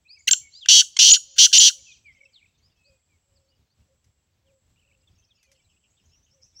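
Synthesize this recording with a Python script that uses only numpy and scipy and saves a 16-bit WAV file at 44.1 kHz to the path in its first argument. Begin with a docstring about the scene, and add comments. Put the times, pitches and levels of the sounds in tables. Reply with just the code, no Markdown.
"""Caged partridge on farmland

A partridge in a wicker cage gives a few clucks, a squeak and four loud, harsh notes. Each harsh note is
a whistle swept over an octave some 250 times a second, now and then catching on its top pitch.
Soft whistles and chirps, a far dove, insects and a low rumble lie around it; later the bird steps about."""
import sys
import numpy as np
from scipy import signal
from scipy.fft import rfft, irfft, next_fast_len
from scipy.io import wavfile
from scipy.ndimage import uniform_filter1d, minimum_filter1d

SR = 44100
rng = np.random.default_rng(int(sys.argv[2]) if len(sys.argv) > 2 else 0)


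def transcribe(u):
    """Save the signal u as a 16-bit wav file named by the first command-line argument.

    u: samples, shape (n,) or (channels, n), limited to [-1, 1]; the rate is SR.
    q: integer samples, one column per channel.
    """
    v = np.clip(np.atleast_2d(u).T, -1, 1)
    q = np.round(v * 32767).astype(np.int16)
    wavfile.write(sys.argv[1], SR, q)


N = 291060
T = np.arange(N) / SR

# squeak and harsh notes: start_s, end_s, level_db, attack_s, sweep_hz, low_turn_hz, low_dwell (1 = even)
HARSH_NOTES = [(0.3098, 0.337, -5, .004, 235, 2850, 1.6), (.686, .821, -7.5, .0016, 288, 3011, 2.2),
               (.988, 1.169, -9, 0.0059, 256, 2904, 1.49), (1.381, 1.468, -6.5, 0.011, 250, 2930, 1.25),
               (1.527, 1.703, -9, 0.0071, 250, 2893, 1.22)]
# throat and beak response: freq_hz, gain_db
THROAT_RESPONSE = [(600, -27), (1150, -26), (1450, -11), (1850, -7.5), (2300, -9), (2650, -6), (3100, 4.5),
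                   (3700, -3), (4350, 2), (5150, -4), (5800, 2.5), (6900, 2), (8200, -9.5), (10000, -14),
                   (13600, -28), (15100, -4), (16000, -16)]


def from_db(db):
    """Decibels to gain."""
    return 10 ** (np.asarray(db) / 20)


def unit_rms(x):
    """Scale to unit power."""
    return x / np.sqrt(np.mean(x ** 2) + 1e-20)


def colour(x, points):
    """Filter by a curve of (freq_hz, gain_db) points."""
    hz, db = np.transpose(points)
    size = next_fast_len(len(x) + SR // 10)
    bins_hz = np.maximum(np.arange(size // 2 + 1) * SR / size, 1)
    gain = from_db(np.interp(np.log(bins_hz), np.log(hz), db))
    return irfft(rfft(x, size) * gain, size)[:len(x)]


def wander(rate_hz):
    """Smooth random drift, unit RMS."""
    lowpass = signal.butter(2, rate_hz, fs=SR, output="sos")
    return unit_rms(signal.sosfilt(lowpass, rng.standard_normal(N)))


def phase_of(hz):
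    """Running oscillator phase in radians."""
    return 2 * np.pi * np.cumsum(hz) / SR


def note(start_s, length_s):
    """Sample indices, progress u (0-1) and half-sine swell of a note."""
    at = np.flatnonzero((T >= start_s) & (T < start_s + length_s))
    u = (T[at] - start_s) / length_s
    return at, u, np.sqrt(2) * np.sin(np.pi * u)


def field(rumble_swell_db=4.0, hiss_swell_db=1.46, lull_at_s=3.68, lull_length_s=.062):
    """Rumble and faint hiss of open land swell together; the rumble dips once, briefly."""
    # freq_hz, density_db
    spectrum = [(25, -21.5), (45, -9), (78, -0.5), (125, -9), (200, -17), (350, -25), (700, -29),
                (1500, -33), (3000, -32.5), (6000, -35), (8000, -36.5), (9000, -47.5), (13000, -46.5),
                (15500, -42.5)]
    air = from_db(-68) * unit_rms(colour(rng.standard_normal(N), spectrum))
    rumble = signal.sosfiltfilt(signal.butter(2, 250, fs=SR, output="sos"), air)
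    hiss = air - rumble
    swell = wander(6)
    lull_db = -9 * np.exp(-(2 * (T - lull_at_s) / lull_length_s) ** 2)
    return rumble * from_db(rumble_swell_db * swell + lull_db - 3) + hiss * from_db(hiss_swell_db * swell)


def insects(fade_s=.12):
    """A thin, high band of noise, sung in bouts."""
    # start_s, end_s, level_db
    bouts = [(-.1, 0.403, -81), (1.75, 2.602, -78), (2.739, 3.521, -78), (3.718, 4.38, -82),
             (4.401, 5.17, -78.5), (5.48, 6.08, -76), (6.25, 6.8, -82)]
    # freq_hz, density_db
    band = [(5500, -39), (7000, -14.5), (7600, 0.5), (7950, -2), (8300, -32), (9000, -62)]
    level = sum(from_db(db) * np.clip(np.minimum(T - start_s, end_s - T) / fade_s, 0, 1)
                for start_s, end_s, db in bouts)
    return level * unit_rms(colour(rng.standard_normal(N), band))


def chatter(count=1100, length_s=.025, low_hz=2900, high_hz=5400, spread_db=6.5):
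    """Far small birds: tiny, scratchy glides at random times, in two registers."""
    # time_s, level_db
    loudness = [(0, -86), (2.2, -72), (3.0, -84), (4.9, -96), (5.2, -69.5), (5.9, -77.5), (6.6, -79.5)]
    out, shake = np.zeros(N), 1 + .03 * wander(600)
    for k, start_s in enumerate(rng.uniform(0, N / SR, count)):
        pitch, slope, size = rng.standard_normal(3)
        at, u, swell = note(start_s, length_s)
        hz = (low_hz if k % 2 else high_hz) * 2 ** (.2 * pitch + .1 * slope * (u - .5))
        out[at] += from_db(spread_db * size) * swell * np.sin(phase_of(hz * shake[at]))
    return from_db(np.interp(T, *np.transpose(loudness))) * unit_rms(out)


def dove(pitch_hz=547.3, sag=.072):
    """Pure coos that sag in pitch at the end."""
    # start_s, length_s, level_db
    coos = [(1.25, .15, -72.5), (1.731, 0.1, -69.5), (2.168, .15, -70.5), (2.847, .13, -67),
            (3.23, 0.37, -75.5), (3.878, 0.083, -70), (4.431, 0.18, -67.5), (4.821, 0.25, -78),
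            (5.46, .13, -71), (6.32, 0.12, -71)]
    out, shake = np.zeros(N), 1 + .025 * wander(39.65)
    for start_s, length_s, db in coos:
        at, u, swell = note(start_s, length_s)
        out[at] += from_db(db) * swell * np.sin(phase_of(pitch_hz * (1 - sag * u ** 3) * shake[at]))
    return out


def whistles(warble_hz=255, rise_oct=.34, fall_oct_per_s=12.5, chip_hz=2900, chip_every_s=.143):
    """Small birds, near sines: bent rises, steady falls, twitters and a run of buzzy falling chips."""
    # start_s, length_s, mid_pitch_hz, level_db, bend_oct (negative levels off), warble_oct
    rises = [(0.076, 0.1, 4886, -50.5, -0.79, 0.014), (0.178, 0.042, 6930, -61, -0.82, 0.012),
             (0.516, 0.095, 4770, -53.5, -0.5, 0), (0.537, 0.081, 4160, -58, -1, .02),
             (2.613, 0.093, 5010, -70.5, -.6, .03), (2.835, 0.078, 4700, -69.5, -.5, .05),
             (3.478, 0.049, 4700, -76, 0, .03), (3.69, .058, 4544, -79, -.2, .03),
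             (6.03, .065, 6300, -76, -.4, .11), (6.091, .12, 5650, -69, -.2, .02),
             (6.216, 0.051, 6200, -74, 0.0051, .05), (6.291, .08, 5520, -69.5, .4, 0.044),
             (6.414, 0.052, 5680, -58, -0.017, .09), (6.453, 0.046, 5400, -69, 0.42, 0.013),
             (6.544, 0.094, 5740, -54, .2, .04)]
    # start_s, length_s, mid_pitch_hz, level_db
    falls = [(0.597, 0.082, 3100, -48), (1.886, 0.1, 3200, -64.5), (2.321, 0.085, 3634, -60),
             (3.345, .05, 4710, -74.5), (3.545, 0.034, 4950, -81), (4.448, 0.068, 2954, -77),
             (5.07, 0.025, 3386, -66), (5.3, 0.032, 3460, -66)]
    # start_s, length_s, pitch_hz, level_db, syllables_per_s, syllable_drop_oct
    twitters = [(0.045, .13, 2515, -61.5, 23, -0.21), (.163, .055, 2250, -61.5, 36, 0.14),
                (0.401, .11, 2235, -61.5, 9, .08), (1.854, 0.085, 2548, -58.5, 13, 0.24),
                (2.038, 0.097, 2220, -56, 12, 0.38), (2.124, 0.084, 2153, -67, 14, 0.23),
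                (2.2, 0.074, 2377, -60.5, 40, 0.11), (2.405, 0.065, 2360, -64, 62, .28),
                (2.73, 0.27, 2550, -75, 4, .12), (3.079, .1, 2300, -77.5, 10, 0.26),
                (3.501, 0.065, 2910, -77.5, 16, 0), (4.757, 0.2, 2680, -72.5, 110, 0.012),
                (5.34, 0.21, 2520, -79, 5, .45)]
    out, shake = np.zeros(N), 1 + .008 * wander(360)
    warble = np.sin(phase_of(warble_hz * (1 + wander(45) / 4)))
    flutter = from_db(3 * wander(75.9))

    def sing(at, swell, hz, db, overtone_db=-40):
        """Add one note along a pitch path."""
        phase = phase_of(hz * shake[at])
        tone = np.sqrt(2) * (np.sin(phase) + from_db(overtone_db) * np.sin(2 * phase))
        out[at] += from_db(db) * swell ** 1.379 * flutter[at] * tone

    for start_s, length_s, hz, db, bend_oct, warble_oct in rises:
        at, u, swell = note(start_s, length_s)
        octaves = rise_oct * (u - .5) + bend_oct * (u - .5) ** 2 + warble_oct * warble[at]
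        sing(at, swell, hz * 2 ** octaves, db)
    for start_s, length_s, hz, db in falls:
        at, u, swell = note(start_s, length_s)
        sing(at, swell, hz * 2 ** (-fall_oct_per_s * length_s * (u - .5)), db)
    for start_s, length_s, hz, db, syllables_per_s, drop_oct in twitters:
        at, u, _ = note(start_s, length_s)
        syllable, part = np.divmod(u * max(round(length_s * syllables_per_s), 1), 1)
        step_oct = .0914 * rng.standard_normal(N // 100)[syllable.astype(int)]
        octaves = step_oct - step_oct.mean() - drop_oct * (part - .5)
        sing(at, np.sqrt(2) * np.sin(np.pi * part), hz * 2 ** octaves, db)
    for chip in range(6):
        at, u, swell = note(start_s=5.54 + chip * chip_every_s, length_s=.055)
        octaves = .11 * warble[at] - .25 * (u - .5)
        sing(at, swell, chip_hz * 2 ** octaves, db=-74, overtone_db=-18)
    return out


def outdoors(x, cage_db, ground_db, ground_t60_s, trees_db, cage_t60_s=.035, trees_delay_s=.24):
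    """Add quick scatter off the wicker, a tail off rough ground and a late, duller blur from trees."""
    t = T[:SR // 2]
    envelopes = [(cage_db, from_db(-60 * t / cage_t60_s)),
                 (ground_db, from_db(-60 * t / ground_t60_s)),
                 (trees_db, np.exp(-((t - trees_delay_s) / .06) ** 2 / 2))]
    cage, ground, trees = [from_db(db) * shape / np.linalg.norm(shape) * rng.standard_normal(len(t))
                           for db, shape in envelopes]
    ground = colour(ground, [(1000, -10), (2800, -2), (5000, 1), (7200, 9.5), (10000, 14.5), (15000, 10)])
    trees = colour(trees, [(1000, -9), (2800, -6.5), (5000, -1.5), (7200, .5), (8500, -9.5),
                           (15000, -21.5)])
    return x + signal.fftconvolve(x, cage + ground + trees)[:N]


def thumps():
    """Soft bumps of low noise under the bird's hardest pushes."""
    # start_s, length_s, centre_hz, level_db
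    bumps = [(0.295, 0.043, 157, -57.5), (1.09, 0.042, 165, -62), (1.562, 0.045, 130, -60.5)]
    out = np.zeros(N)
    for start_s, length_s, hz, db in bumps:
        at, _, swell = note(start_s, length_s)
        band = [(hz / 4, -12), (hz, 0), (hz * 2, -18), (hz * 10, -60)]
        out[at] += from_db(db) * swell * unit_rms(colour(rng.standard_normal(len(at)), band))
    return out


def steps(t60_s=.073):
    """Claws scratch the wicker in short bursts."""
    # start_s, relative_peak_db
    footfalls = [(4.043, -57), (5.429, -50), (5.452, -66), (5.516, -46), (5.530, -73)]
    # freq_hz, gain_db
    wicker = [(800, -15), (2200, 4.5), (4000, 0), (6000, 7.5), (8000, -4), (12000, -8), (15000, -28)]
    bursts = sum(from_db(db - 60 * np.abs(T - start_s) / t60_s) * (T >= start_s)
                 for start_s, db in footfalls)
    return from_db(-8) * colour(bursts * rng.standard_normal(N), wicker)


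def clucks(slack_glide=-.08, slack_roughness=.07):
    """The slack voice: short, rough harmonic stacks, alone and at both ends of each harsh note."""
    # start_s, length_s, pitch_hz, level_db, tilt_db_per_oct, glide_share, roughness_share
    lead_ins = [(.2725, .011, 1937, -23, -2, -0.14, 0.01), (.2795, .006, 2864, -12, -12, -0.53, 0.08),
                (.283, .01, 2157, -18.5, -3.5, -0.19, 0), (.289, .009, 1517, -29.5, -9.5, -.12, 0.05),
                (.658, 0.0059, 1440, -32.5, -9, -.2, 0.13), (.966, 0.0075, 1090, -22.5, -4.5, .15, 0.02),
                (1.358, 0.033, 1527, -44, -2.5, 0, 0.17), (1.514, 0.0098, 1600, -41.5, -1.5, -.12, .05)]
    notes = list(lead_ins)
    for start_s, end_s, db, *_ in HARSH_NOTES:
        onset = (start_s, .007, 1600, db - 20.5, -4, slack_glide, slack_roughness)
        dying = (end_s - .007, .015, 1470, db - 28.5, -10, slack_glide, slack_roughness)
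        notes += [onset, dying]
    out, drift, flutter = np.zeros(N), wander(750), from_db(2.5 * wander(500))
    for start_s, length_s, pitch_hz, db, tilt_db_per_oct, glide, roughness in notes:
        at, u, swell = note(start_s, length_s)
        hz = pitch_hz * (1 + glide * (u - .5)) * (1 + roughness * drift[at])
        stack = np.zeros(len(at))
        for k in range(1, 10):
            gain = from_db(tilt_db_per_oct * np.log2(k)) * (k * hz < SR / 2)
            stack += gain * np.sin(k * phase_of(hz) + rng.uniform(0, 2 * np.pi))
        out[at] += from_db(db) * swell * unit_rms(colour(stack * flutter[at], THROAT_RESPONSE))
    return out


def catches(switch_s=.00082, stall_s=.022, stall_depth=.3):
    """The voice catches on its top pitch (free = 0); the sweep stops there and slows around each onset."""
    # start_s, end_s, pitch_hz, level_change_db
    holds = [(0.3132, 0.3324, 7486, -4.5), (.689, 0.6904, 5990, 4), (1.1051, 1.111, 6840, 0.5),
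             (1.1183, 1.135, 6923, 1.5), (1.5835, 1.597, 7104, 1)]
    free, catch_hz, catch_db = np.ones(N), np.zeros(N), np.zeros(N)
    for start_s, end_s, hz, db in holds:
        held = np.clip(np.minimum(T - start_s, end_s - T) / switch_s + .5, 0, 1)
        u = np.clip((T - start_s) / (end_s - start_s), 0, 1)
        catch_hz += held * hz * (1 - .14 * (u - .6) ** 2)
        catch_db += held * db
        free *= 1 - held
    stall = np.max([np.exp(-np.abs(T - start_s) / stall_s) for start_s, *_ in holds], axis=0)
    pace = free * (1 - stall_depth * stall)
    return free, pace, catch_hz, catch_db


def harsh_notes(top_turn_hz=6200, release_share=.17, sweep_sag=.17, flutter_db=3.0, rasp_db=-27):
    """A fast-swept whistle that climbs, grows louder and drops back; its period doubles near the low turn."""
    # pitch_multiple, level_db, fall_db_per_oct (of pitch above the low turn)
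    partials = [(.5, -27, 8), (1.5, -6, 13), (2, -3, 5.5), (2.5, -10.5, 8.5), (3, -15.5, 6)]
    free, pace, catch_hz, catch_db = catches()
    pace *= 1 + .018 * wander(100)
    level, sweep = np.zeros(N), np.zeros(N)
    low_hz, top_hz = np.full(N, top_turn_hz / 2), np.full(N, float(top_turn_hz))
    for start_s, end_s, db, attack_s, sweep_hz, low_turn_hz, low_dwell in HARSH_NOTES:
        at, u, _ = note(start_s, end_s - start_s)
        attack = np.clip((T[at] - start_s) / attack_s, 0, 1)
        release = np.clip((1 - u) / release_share, 0, 1)
        level[at] = from_db(db) * attack * release
        slack = (u - .6) ** 2   # both turning pitches arch with the push of the note
        low_hz[at] = low_turn_hz * (1 - .33 * slack)
        top_hz[at] = top_turn_hz * (1 - .091 * slack)
        cycle = phase_of(sweep_hz * pace[at] * (1 - sweep_sag * (2 * u - 1) ** 2))
        skewed = cycle - .2 * (1 - np.cos(cycle))
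        sweep[at] = ((1 - np.cos(skewed)) / 2) ** low_dwell
    low_hz *= 1 + .015 * wander(60)
    top_hz *= 1 + .02 * wander(200)
    swept_hz = (low_hz + (top_hz - low_hz) * sweep) * (1 + .01 * wander(1240))
    hz = catch_hz + free * swept_hz
    phase, octaves = phase_of(hz), np.log2(np.abs(hz / low_hz) + 1e-9)
    voice = np.sin(phase)
    for multiple, db, fall_db_per_oct in partials:
        richness = .19 + .6 * free if multiple % 1 == 0 else free   # a held pitch is nearly pure
        voice += richness * from_db(db - fall_db_per_oct * octaves) * np.sin(multiple * phase)
    voice *= from_db(free * (flutter_db * wander(700) + .5 * sweep - 1))
    voice += from_db(rasp_db) * rng.standard_normal(N)
    voice /= np.std(voice[level > 0])
    return colour(level * from_db(catch_db) * voice, THROAT_RESPONSE)


def scene():
    """Near partridge, far birds and the field, alike in both channels."""
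    partridge = harsh_notes() + clucks() + steps()
    near = outdoors(partridge, cage_db=-14, ground_db=-22, ground_t60_s=.24, trees_db=-42) + thumps()
    birds = whistles() + dove() + chatter()
    far = outdoors(birds, cage_db=-19, ground_db=-11.5, ground_t60_s=.5, trees_db=-19.5)
    return np.tile(near + far + field() + insects(), (2, 1))


def record(dry, ceiling=.81, hold_s=.0011, asymmetry=.004, cutoff_hz=15900):
    """Fast peak limiter, a slightly lopsided response that thumps under loud notes, steep low-pass."""
    window = int(hold_s * SR)
    gain = ceiling / np.maximum(np.abs(dry), ceiling)
    limited = dry * uniform_filter1d(minimum_filter1d(gain, window), window)
    highpass = signal.butter(2, 70, "high", fs=SR, output="sos")
    lopsided = limited + asymmetry * signal.sosfilt(highpass, limited ** 2)
    return signal.sosfilt(signal.ellip(10, .1, 70, cutoff_hz, fs=SR, output="sos"), lopsided)


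dry = scene()
out = record(dry)
transcribe(out)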